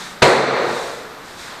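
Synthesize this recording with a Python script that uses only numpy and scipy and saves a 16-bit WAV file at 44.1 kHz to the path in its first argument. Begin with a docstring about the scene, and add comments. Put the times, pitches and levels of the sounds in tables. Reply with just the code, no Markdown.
"""Heavy thud in a bare room.

One blow cracks in a hard-walled room where floor tiles are being laid; the room rings for over a second.
The microphone overloads while the recorder's gain ducks and recovers.
Soft rubbing strokes, dull room noise, a fading hum and a thin electrical whine lie underneath."""
import sys
import numpy as np
from scipy import signal
from scipy.fft import rfft, irfft
from scipy.io import wavfile
from scipy.ndimage import uniform_filter1d

SR = 44100
rng = np.random.default_rng(int(sys.argv[2]) if len(sys.argv) > 2 else 0)


def waveform_to_disk(signal):
    """Save audio, clipped to [-1, 1], as 16-bit WAV at the path in sys.argv[1]."""
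    frames = np.transpose(np.atleast_2d(signal))
    scaled = np.clip(frames, -1, 1) * 32767
    samples = np.round(scaled).astype(np.int16)
    wavfile.write(sys.argv[1], SR, samples)


N = 70560
TIME_S = np.arange(N) / SR

# room noise spectrum: freq_hz, density_db
ROOM_SPECTRUM = [(25, -9), (70, -11), (170, -5.5), (300, -4), (550, -6), (1000, -4), (1500, -4),
                 (2800, -15), (4000, -14), (6000, -22), (8500, -24.5), (11000, -18), (15000, -25)]
# electrical whine: pitch_hz, rms_db
WHINE_TONES = [(12780, -54), (12877, -53)]
# hissing rubs on the floor: peak_s, rise_s, fall_s, level_db
RUB_STROKES = [(0.0, .05, 0.1, -33.5), (.79, 0.14, 0.16, -33.5), (1.29, 0.042, 0.11, -42.5),
               (1.41, 0.022, 0.14, -38)]
# rub spectrum: freq_hz, density_db
RUB_SPECTRUM = [(300, -6), (1000, -18), (1550, 1), (2300, -2.5), (3000, -9.5), (3700, 3), (4300, -1.5),
                (5200, -4.5), (8000, -7.5), (11000, -7), (15000, -18)]
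# duller scrapes: peak_s, rise_s, fall_s, level_db
SCRAPE_STROKES = [(.02, 0.067, 0.075, -37), (1.53, 0.063, 0.1, -37.5)]
# scrape spectrum: freq_hz, density_db
SCRAPE_SPECTRUM = [(200, -34), (600, -5), (1000, -2), (1900, -4), (2700, -14.5), (4000, -9.5), (8000, -37)]
# light touch, full hit, rebound: start_s, level_db
BLOW_CONTACTS = [(0.2186, -2), (0.2235, 6.5), (0.248, -1)]
# contact crack spectrum: freq_hz, density_db
CRACK_SPECTRUM = [(30, -4), (60, -15), (90, -16), (150, -8), (450, -2), (950, 1), (1900, -2), (4000, -9),
                  (8000, -25), (10000, -55), (15000, -55)]
# reverberant boom: freq_hz, density_db, t60_s
BOOM_SPECTRUM = [(40.4, -32, 0.68), (82.5, -26, 1.03), (125, -14.5, 1.3), (176, -13, 1.11),
                 (293, -6.5, 1.03), (448, -1, 1.268), (710, -4, 1.17), (1080, -9.5, 1.353),
                 (2120, -11, 1.09), (3020, -24, 1.2), (4230, -15.5, 0.99), (5030, -27.5, 1.07),
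                 (8300, -27.5, 0.65), (10500, -27, 0.67), (15200, -40, 0.48)]
# resonances, lowest two beating: pitch_hz, level_db, t60_s
ROOM_MODES = [(135.4, -18, 1.18), (139.55, -11.5, 0.78), (248, -13.5, 0.89), (351.6, -16.5, 1.12),
              (387.4, -5.5, 0.85), (479, -9.5, 1.19), (497.6, -13.5, 1.12), (539.7, -9, 1.17),
              (726, -9, 0.38), (971.7, -3, 0.42), (1241, -14.5, 1.26), (1365, -18, 1.66), (1640, -19, 0.56),
              (1670, -36, 0.55), (2376, -27, 1.65)]


def from_db(db):
    """Decibels to gain."""
    return 10 ** (np.asarray(db) / 20)


def at_hz(table, hz, column=1):
    """Table column interpolated over log frequency."""
    table = np.array(table)
    return np.interp(np.log(hz), np.log(table[:, 0]), table[:, column])


def noise(spectrum):
    """Steady coloured noise, rms 1."""
    hz = np.maximum(np.fft.rfftfreq(N, 1 / SR), 1)
    x = irfft(rfft(rng.standard_normal(N)) * from_db(at_hz(spectrum, hz)), N)
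    return x / np.sqrt(np.mean(x ** 2) + 1e-20)


def tone(hz, rms_db):
    """Sine at random phase."""
    return np.sqrt(2) * from_db(rms_db) * np.sin(2 * np.pi * (hz * TIME_S + rng.random()))


def third_octaves(x):
    """30 bands from 20 Hz up, as (centre_hz, band)."""
    bins, hz = rfft(x), np.fft.rfftfreq(N, 1 / SR)
    edges_hz = 20 * 2 ** (np.arange(31) / 3)
    return [(np.sqrt(lo * hi), irfft(bins * ((hz >= lo) & (hz < hi)), N))
            for lo, hi in zip(edges_hz, edges_hz[1:])]


def struck(start_s, t60_s, rise_s=0.0041):
    """Impact envelope: linear rise, exponential decay."""
    age_s = np.maximum(TIME_S - start_s, 0)
    return np.minimum(age_s / rise_s, 1) * from_db(-60 * age_s / t60_s)


def background(room_db=-37, hum_fade_db_per_s=11):
    """Room noise, fading low hum, steady electrical whine."""
    room = from_db(room_db) * noise(ROOM_SPECTRUM)
    hum = tone(hz=179.8, rms_db=-47.5 - hum_fade_db_per_s * TIME_S)
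    whine = sum(tone(hz, db) for hz, db in WHINE_TONES)
    return room + hum + whine


def rubbing(strokes, spectrum):
    """Friction noise swelling and fading with each stroke."""
    swell = np.zeros(N)
    for peak_s, rise_s, fall_s, level_db in strokes:
        width_s = np.where(TIME_S < peak_s, rise_s, fall_s)
        swell += from_db(level_db) * np.exp(-0.5 * ((TIME_S - peak_s) / width_s) ** 2)
    return swell * noise(spectrum)


def thud(start_s=0.2215, boom_db=3.5):
    """Each contact cracks; the room booms and rings on, top treble dying first."""
    contacts = sum(from_db(db) * struck(contact_s, t60_s=0.075) for contact_s, db in BLOW_CONTACTS)
    crack = contacts * noise(CRACK_SPECTRUM)
    boom = sum(band * struck(start_s, t60_s=at_hz(BOOM_SPECTRUM, hz, column=2))
               for hz, band in third_octaves(noise(BOOM_SPECTRUM)))
    ring = sum(from_db(db) * struck(start_s, t60_s) * np.sin(2 * np.pi * hz * (TIME_S - start_s))
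               for hz, db, t60_s in ROOM_MODES)
    return crack + from_db(boom_db) * boom + ring


def scene():
    """All sources at one microphone."""
    mix = thud() + rubbing(RUB_STROKES, RUB_SPECTRUM) + rubbing(SCRAPE_STROKES, SCRAPE_SPECTRUM)
    return (mix + background())[None]


def gain_control(x, threshold_db=-16.5, slope=0.94, max_cut_db=11, attack_s=0.011, release_db_per_s=91):
    """Loud sound ducks the gain after a short lag; it recovers as the sound fades."""
    power = uniform_filter1d(x ** 2, size=300)
    level_db = 10 * np.log10(np.maximum(power, 1e-12))
    cut_db = np.clip(slope * (level_db - threshold_db), 0, max_cut_db)
    release_db = release_db_per_s * TIME_S
    held_db = np.maximum.accumulate(cut_db + release_db, axis=-1) - release_db
    pole = np.exp(-1 / (attack_s * SR))
    return x * from_db(-signal.lfilter([1 - pole], [1, -pole], held_db))


def overload(x, ceiling=0.66, hardness=4):
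    """Soft clip: peaks flatten towards the ceiling."""
    return x / (1 + np.abs(x / ceiling) ** hardness) ** (1 / hardness)


def treble_loss(x, shelf_hz=9040, shelf_db=-11, cutoff_hz=16000):
    """Steep treble shelf, then a low-pass."""
    lows = signal.sosfiltfilt(signal.butter(10, shelf_hz, fs=SR, output="sos"), x)
    shelved = lows + from_db(shelf_db) * (x - lows)
    return signal.sosfilt(signal.cheby2(20, 70, cutoff_hz, fs=SR, output="sos"), shelved)


def record(dry):
    """Recorder chain: duck, clip, dull."""
    return treble_loss(overload(gain_control(dry)))


dry = scene()
out = record(dry)
waveform_to_disk(out)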